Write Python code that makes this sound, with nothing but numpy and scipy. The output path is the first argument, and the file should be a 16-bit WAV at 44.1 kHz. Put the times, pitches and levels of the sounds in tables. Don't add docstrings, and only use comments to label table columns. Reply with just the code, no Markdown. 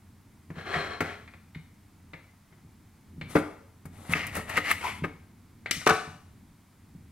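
import sys
import numpy as np
from scipy import signal
from scipy.fft import rfft, irfft, next_fast_len
from scipy.io import wavfile
from scipy.ndimage import map_coordinates

SR = 44100
rng = np.random.default_rng(int(sys.argv[2]) if len(sys.argv) > 2 else 0)


def unload_audio(sound):
    columns = np.transpose(np.atleast_2d(sound))
    steps = np.round(np.clip(columns, -1, 1) * 32767)
    wavfile.write(sys.argv[1], SR, steps.astype(np.int16))


N = 313551

# t/s, level/dB, tilt/(dB/octave), counter sway/dB
FIRM_KNOCKS = [(0.503, -36, 0.5, -30.5), (1.0056, -17.5, 5, -30), (3.353, -9.5, -1, -22),
               (3.3577, -17, 2.5, -54), (3.367, -14, 0.5, -26), (3.854, -41, 2, -31),
               (4.153, -26, 4.5, -30.5), (4.368, -25.5, 2, -29), (4.579, -22.5, 3, -35),
               (5.036, -33, 4.5, -42.5), (5.0485, -27.5, 2, -47)]


def amp(db):
    return 10 ** (np.asarray(db) / 20)


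def unit(x):
    return x / np.sqrt(np.mean(x ** 2) + 1e-20)


def along(points, hz):
    f, values = np.transpose(points)
    return np.interp(np.log(hz + 1), np.log(f), values)


def wobble(rate):
    knots = rng.standard_normal(int(N * rate / SR) + 4)
    return map_coordinates(knots, [np.arange(N) * rate / SR])


def warp(pair, position):
    return np.array([map_coordinates(channel, [position], mode="wrap") for channel in pair])


def add(track, s, sound):
    part = track[:, round(s * SR):][:, :sound.shape[-1]]
    part += sound[..., :part.shape[1]]


def filtered(x, response):
    n = x.shape[-1]
    padded = 2 * next_fast_len(n // 2 + 4096)
    return irfft(rfft(x, padded) * response(np.fft.rfftfreq(padded, 1 / SR)), padded)[..., :n]


def tone(spectrum, tilt_db=0):
    def response(hz):
        octaves = np.log2(np.clip(hz, 200, 3000) / 1000)
        cepstrum = irfft(np.log(amp(along(spectrum, hz) + tilt_db * octaves)))
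        half = len(cepstrum) // 2
        cepstrum[1:half] *= 2
        cepstrum[half + 1:] = 0
        return np.exp(rfft(cepstrum))
    return response


def resonant(peaks):
    return lambda f: sum((-1) ** k * amp(db) * 1j * f * width / (f0 * f0 - f * f + 1j * f * width)
                         for k, (f0, width, db) in enumerate(peaks))


def spread(pair):
    coherence = [(100, 1), (300, 0.92), (700, 0.64), (1400, 0.71), (3000, 1), (6500, 0.45), (15000, 0.36)]
    def weights(hz):
        angle = np.arccos(np.clip(along(coherence, hz), -1, 1)) / 2
        return np.array([np.cos(angle), np.sin(angle)])
    mid, side = filtered(pair, weights)
    return np.array([mid + side, mid - side])


def impacts(rows, spectrum, t60, shock, modes=(), ring_db=0):
    contact_s = 0.00017
    track, t = np.zeros((2, N)), np.arange(SR // 2) / SR
    for s, db, *tilt in rows:
        tilt_db = sum(tilt)
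        jolt = rng.standard_normal((2, len(t))) * amp(-60 * t / t60)
        jolt[0, 0] += shock
        hit = unit(filtered(spread(jolt), tone(spectrum, tilt_db)))
        ring = np.zeros(len(t))
        for hz, mode_db, mode_t60 in modes:
            start_db = mode_db + tilt_db * np.log2(hz / modes[0][0]) + rng.normal(0, 2)
            ring += amp(start_db - 60 * t / mode_t60) * np.sin(2 * np.pi * (hz * t + rng.random()))
        hit = (hit + amp(ring_db) * unit(ring)) * (1 - np.exp(-t / contact_s))
        add(track, s, amp(db) * np.sqrt(t60 / 20) * hit)
    return track


def friction(response, slips_per_s, spread_db, flutter_db):
    slips = (rng.random((2, N)) < slips_per_s / SR) * rng.choice([-1, 1], (2, N))
    sizes = amp(spread_db * np.clip(rng.standard_normal((2, N)), -2, 2))
    grip = amp(flutter_db * wobble(110))
    return unit(filtered(spread(slips * sizes * grip), response))


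def pushes(rows):
    grip_db_per_s, release_db_per_s = 738, 791.5
    t, gain = np.arange(N) / SR, 0
    for hardest, lead_in, run_out, swell_db, *levels in rows:
        start, end = hardest - lead_in, hardest + run_out
        pressure_db = np.interp(t, [start, hardest, end], [-swell_db, 0, -swell_db])
        fade_db = grip_db_per_s * np.maximum(start - t, 0) + release_db_per_s * np.maximum(t - end, 0)
        gain = gain + amp(levels)[:, None] * amp(pressure_db - fade_db)
    return gain


def background():
    rumble_levels = [(0.0, -56.5), (0.87, -48), (1.35, -53), (2.932, -54.5), (3.3, -46.5), (3.76, -54.5),
                     (4.22, -45), (6.79, -55.5), (7.11, -53)]
    rumble_spectrum = [(20, -3), (45, -5), (60, -8), (90, 7.5), (130, -5), (210, -2), (300, -10),
                       (450, -21.5), (1000, -65.5)]
    hiss_spectrum = [(180, -31.5), (300, -23.5), (571, -16), (900, -12.5), (1250, -15), (1700, -18),
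                     (2200, -17), (2700, -23), (6000, -25), (10000, -25), (15500, -29)]
    def noise(spectrum):
        return unit(filtered(spread(rng.standard_normal((2, N))), tone(spectrum)))
    rumble_db = np.interp(np.arange(N) / SR, *np.transpose(rumble_levels)) - 0.5
    waver_db = 2 * wobble(5.6)
    return amp(rumble_db + waver_db) * noise(rumble_spectrum) + amp(-65.6) * noise(hiss_spectrum)


def reverberation(x):
    decay_times = [(100, 0.16), (400, 0.48), (1100, 0.56), (1600, 0.48), (2500, 0.53), (5000, 0.57),
                   (9000, 0.6), (15000, 0.35)]
    build_up_s = 0.017
    wet, step = np.zeros((2, N)), SR // 4
    for start in range(0, N, step):
        hz, t, bands = signal.stft(rng.standard_normal((2, SR * 3 // 4)), SR, nperseg=256)
        decay = amp(-60 * t / along(decay_times, hz)[:, None])
        tail = spread(signal.istft(bands * decay, SR, nperseg=256)[1])
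        tail *= np.clip(np.arange(tail.shape[1]) / SR / build_up_s, 0, 1)
        mono = x[:, start:start + step].mean(0)[None]
        add(wet, start / SR, signal.fftconvolve(mono, tail / np.linalg.norm(tail[0]), axes=1))
    return wet


def counter_sway():
    soft_bumps = [(0.57, -31.5), (0.764, -25), (1.56, -29), (2.136, -36), (2.648, -44), (3.18, -33.5),
                  (3.212, -31), (4.094, -23.5), (4.118, -29.5), (5.022, -22.5), (5.769, -31),
                  (5.906, -22.5), (6.076, -35), (6.149, -41), (6.95, -36)]
    counter_modes = [(160, 2.5, 0.088), (226, -1, 0.037), (90.5, -6.5, 0.18)]  # f/Hz, level/dB, T60/s
    rise_s = 0.0029
    track, t = np.zeros((2, N)), np.arange(SR // 3) / SR
    sway = sum(amp(db - 60 * t / t60) * np.sin(2 * np.pi * hz * t) for hz, db, t60 in counter_modes)
    sway *= 1 - np.exp(-t / rise_s)
    for s, *_, db in soft_bumps + FIRM_KNOCKS:
        add(track, s, amp(db) * sway)
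    return track


def light_taps():
    taps = [(0.741, -20, 2.5), (1.0055, -22.5, -9), (1.277, -40.5, 0.5), (1.337, -42.5, -1.5),
            (1.548, -37.5, 3.5), (2.134, -32.5, -1.5), (2.525, -48, -2.5), (3.212, -30, 1.5),
            (5.659, -24.5, 1.5)]
    tap_spectrum = [(40, -28), (100, -8), (400, -5), (900, -7), (1600, -5), (2200, 3), (2750, -13),
                    (4200, -17), (5200, -30), (9000, -38), (15000, -52)]
    return impacts(taps, tap_spectrum, t60=0.075, shock=1.5)


def plate_slide():
    # hardest t/s, lead-in/s, run-out/s, swell/dB, ring/dB, grit/dB
    shoves = [(0.592, 0.033, 0.04, 6.5, -46, -45.5), (0.765, 0.099, 0.11, 7.5, -34, -36),
              (0.912, 0.0079, 0.039, 3, -37.5, -56), (1.065, 0.037, 0.093, 10, -42, -41.5)]
    plate_modes = [(407, 59, 5.5), (718, 72, 4.5), (1115, 81, 0), (1353, 47, 4.5), (1675, 110, 2),
                   (2180, 78, -1), (2450, 130, -7), (3200, 130, -6), (3730, 130, -13.5), (4150, 153, -8),
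                   (5590, 150, -18), (7000, 210, -26), (8480, 220, -25.5)]
    grit_spectrum = [(150, -4.5), (450, -1), (950, -6), (1550, 1.5), (1950, 0), (2700, -9.5), (4200, -18),
                     (5000, -22.5), (12000, -35)]
    drift_s = 0.00019
    ring_gain, grit_gain = pushes(shoves)
    ring = friction(resonant(plate_modes), slips_per_s=1800, spread_db=0.5, flutter_db=0)
    ring = warp(ring, np.arange(N) + drift_s * SR * wobble(24.99))
    grit = friction(tone(grit_spectrum), slips_per_s=1200, spread_db=-2, flutter_db=1)
    return ring_gain * ring + grit_gain * grit


def blade_clinks():
    landings = [(5.7105, -12, -1), (5.8625, -22.5, -2.5), (5.873, -11.5, -5), (5.8955, -18.5, -2.5)]  # t/s, level/dB, tilt/(dB/octave)
    clink_spectrum = [(50, -24.5), (200, -10.5), (900, -19.5), (1600, -3), (2400, 3), (3300, -4),
                      (5300, -4.5), (7000, -10.5), (10000, -12.5), (15500, -21.5)]
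    steel_modes = [(1783, -9.5, 0.14), (2191, -1, 0.18), (2326, -8, 0.31), (2330, 1.5, 0.2),
                   (2880, -8, 0.86), (3960, -9, 1), (4500, -7, 0.4), (5400, -5.5, 0.28), (8200, -19, 0.4)]
    return impacts(landings, clink_spectrum, t60=0.039, shock=2, modes=steel_modes, ring_db=-20)


def handle_clatter():
    contacts = [(5.815, -32, 6.5), (5.8665, -7.5, -1), (5.873, -11, -1.5), (5.891, -10, 0.5),
                (5.896, -14, 3), (5.9055, -10, 0), (5.909, -14.5, -1.5)]
    contact_spectrum = [(40, -51.5), (80, -33), (180, -12), (400, -3), (700, -4.5), (950, -6), (1300, -0.5),
                        (1500, 3), (1750, -5), (2300, -9), (3200, -17.5), (6000, -27), (15000, -45.5)]
    handle_modes = [(345, -6, 0.14), (443, -4, 0.14), (599, -4, 0.17), (725, 2, 0.14), (765, 1, 0.12),
                    (1126, -2, 0.24), (1200, 0, 0.16), (1255, 2, 0.12), (1325, -1, 0.1), (1491, 5, 0.1),
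                    (1567, -4, 0.1), (1850, -13, 0.2), (2410, -13, 0.18)]
    return impacts(contacts, contact_spectrum, t60=0.043, shock=3.4, modes=handle_modes, ring_db=-1.5)


def board_knocks():
    knock_spectrum = [(40, -36), (90, -3), (200, 3.5), (450, 0.5), (600, -4), (780, -6), (950, -10),
                      (1500, -7.5), (2300, -15.5), (3000, -26), (6000, -38), (15000, -43)]
    board_modes = [(160, -6, 0.25), (215.6, -2, 0.18), (303, 3, 0.2), (441, 1, 0.16), (727, -9, 0.25),
                   (790, -12, 0.14), (1061, -18, 0.22), (1195, -16, 0.19), (1373, -9, 0.17),
                   (1505, -16, 0.17), (1895, -20, 0.18), (2196, -7, 0.13)]
    knocks = [row[:3] for row in FIRM_KNOCKS]
    return impacts(knocks, knock_spectrum, t60=0.079, shock=3.5, modes=board_modes, ring_db=-2.5)


def blade_clacks():
    clacks = [(4.1355, -10, 3), (4.158, -23, 4.5), (4.5765, -9.5, -3), (4.708, -17, 6), (4.7125, -9, 1.5),
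              (4.8385, -27.5, -5), (5.0405, -18.5, -8), (5.0445, -19, -8)]
    clack_spectrum = [(40, -28.5), (100, -21.5), (400, -9), (1000, -8.5), (1600, -2), (2200, 4.5),
                      (2800, -13), (3500, -18.5), (6000, -27.5), (15000, -43)]
    gripped_modes = [(1240, 5, 0.05), (1570, -6.5, 0.05), (2040, -6.5, 0.035), (2175, -3, 0.04),
                     (2620, 4, 0.04)]
    return impacts(clacks, clack_spectrum, t60=0.026, shock=4, modes=gripped_modes, ring_db=-3.5)


def rind_snaps():
    bursts = [(3.856, -44), (4.121, -32.5), (4.1298, -38), (4.267, -32), (4.3525, -30), (4.366, -29.5),
              (4.4954, -35), (4.570, -29), (4.7075, -31.5), (4.7125, -22)]
    burst_spectrum = [(500, -19), (2500, -10.5), (5000, -4.5), (8000, 1), (11000, 3.5), (15500, -3)]  # f/Hz, level/dB
    return impacts(bursts, burst_spectrum, t60=0.054, shock=1.1)


def sawing():
    # hardest t/s, lead-in/s, run-out/s, swell/dB, rasp/dB, drag/dB, juice/dB
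    strokes = [(3.347, 0.042, 0.047, -4, -56.5, -54, -53.5), (4.07, 0.14, 0.023, 8, -60, -53, -57.5),
               (4.128, 0.029, 0.0039, 11.5, -34, -33.5, -39), (4.162, 0.024, 0.13, 14, -29.5, -40, -71),
               (4.367, 0.038, 0.052, 12.5, -34.5, -35, -45), (4.497, 0.011, 0.053, 7, -36.5, -38.5, -49.5),
               (4.575, 0.011, 0.015, 6, -26, -33.5, -45), (4.705, 0.056, 0.03, 11, -26, -37, -42.5),
               (4.88, 0.067, 0.041, 6, -35, -41.5, -50.5), (4.95, 0.017, 0.04, 2.5, -50.5, -66, -57)]
    edge_modes = [(1150, 460, -9), (1450, 360, -6), (1980, 340, 2.5), (2166, 324, 3.5), (2410, 230, -2),
                  (2930, 390, -9), (4300, 2000, -20.5)]
    blade_pitch = [(4.101, 2074), (4.199, 2169), (4.37, 1991), (4.549, 2087), (4.68, 2136), (4.819, 2300),
                   (4.951, 2254)]
    drag_spectrum = [(60, -0.5), (170, -9), (400, -2.5), (750, 3), (1000, -3), (1300, 0), (1800, -12),
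                     (3000, -19.5), (8000, -81)]
    juice_spectrum = [(1500, -22.5), (3500, 1.5), (5000, -7.5), (7000, -4.5), (10500, 0), (13000, -8),
                      (15500, -21)]
    # hardest t/s, lead-in/s, run-out/s, swell/dB, level/dB
    squeaks = [(4.844, 0.008, 0.054, 9, -29.5)]
    squeak_modes = [(955, 140, 4.5), (1210, 141, -17)]  # f/Hz, bandwidth/Hz, level/dB
    rasp_gain, drag_gain, juice_gain = pushes(strokes)
    rasp = friction(resonant(edge_modes), slips_per_s=1900, spread_db=1.5, flutter_db=0.35)
    strongest_hz = max(edge_modes, key=lambda mode: mode[-1])[0]
    pitch_ratio = np.interp(np.arange(N) / SR, *np.transpose(blade_pitch)) / strongest_hz
    rasp = warp(rasp, np.cumsum(pitch_ratio))
    drag = friction(tone(drag_spectrum), slips_per_s=1400, spread_db=1.5, flutter_db=1.7)
    juice = friction(tone(juice_spectrum), slips_per_s=3500, spread_db=1.5, flutter_db=-0.5)
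    squeak = friction(resonant(squeak_modes), slips_per_s=1300, spread_db=1.5, flutter_db=2)
    return rasp_gain * rasp + drag_gain * drag + juice_gain * juice + pushes(squeaks) * squeak


def scene():
    left_excess = [(150, 0), (380, 1.5), (700, 1), (1300, 4), (2400, 3), (4400, 6), (8000, 10), (15000, 8)]
    left_lag_s = 0.000045
    sources = [(board_knocks(), -8), (blade_clacks(), -16.5), (light_taps(), -4.5),
               (rind_snaps(), -10), (blade_clinks(), -5), (handle_clatter(), -8.5),
               (counter_sway(), -4), (plate_slide(), -3), (sawing(), -9)]
    direct = sum(sound for sound, _ in sources)
    room = reverberation(sum(amp(db) * sound for sound, db in sources))
    side = np.array([[0.5], [-0.5]])
    def placement(hz):
        return amp(side * along(left_excess, hz)) * np.exp(-2j * np.pi * hz * side * left_lag_s)
    return filtered(direct + room, placement) + background()


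def record(dry):
    low_cut_hz, top_hz = 45, 15900
    return filtered(dry, lambda hz: 1j * hz / (low_cut_hz + 1j * hz) / (1 + (hz / top_hz) ** 200))


dry = scene()
out = record(dry)
unload_audio(out)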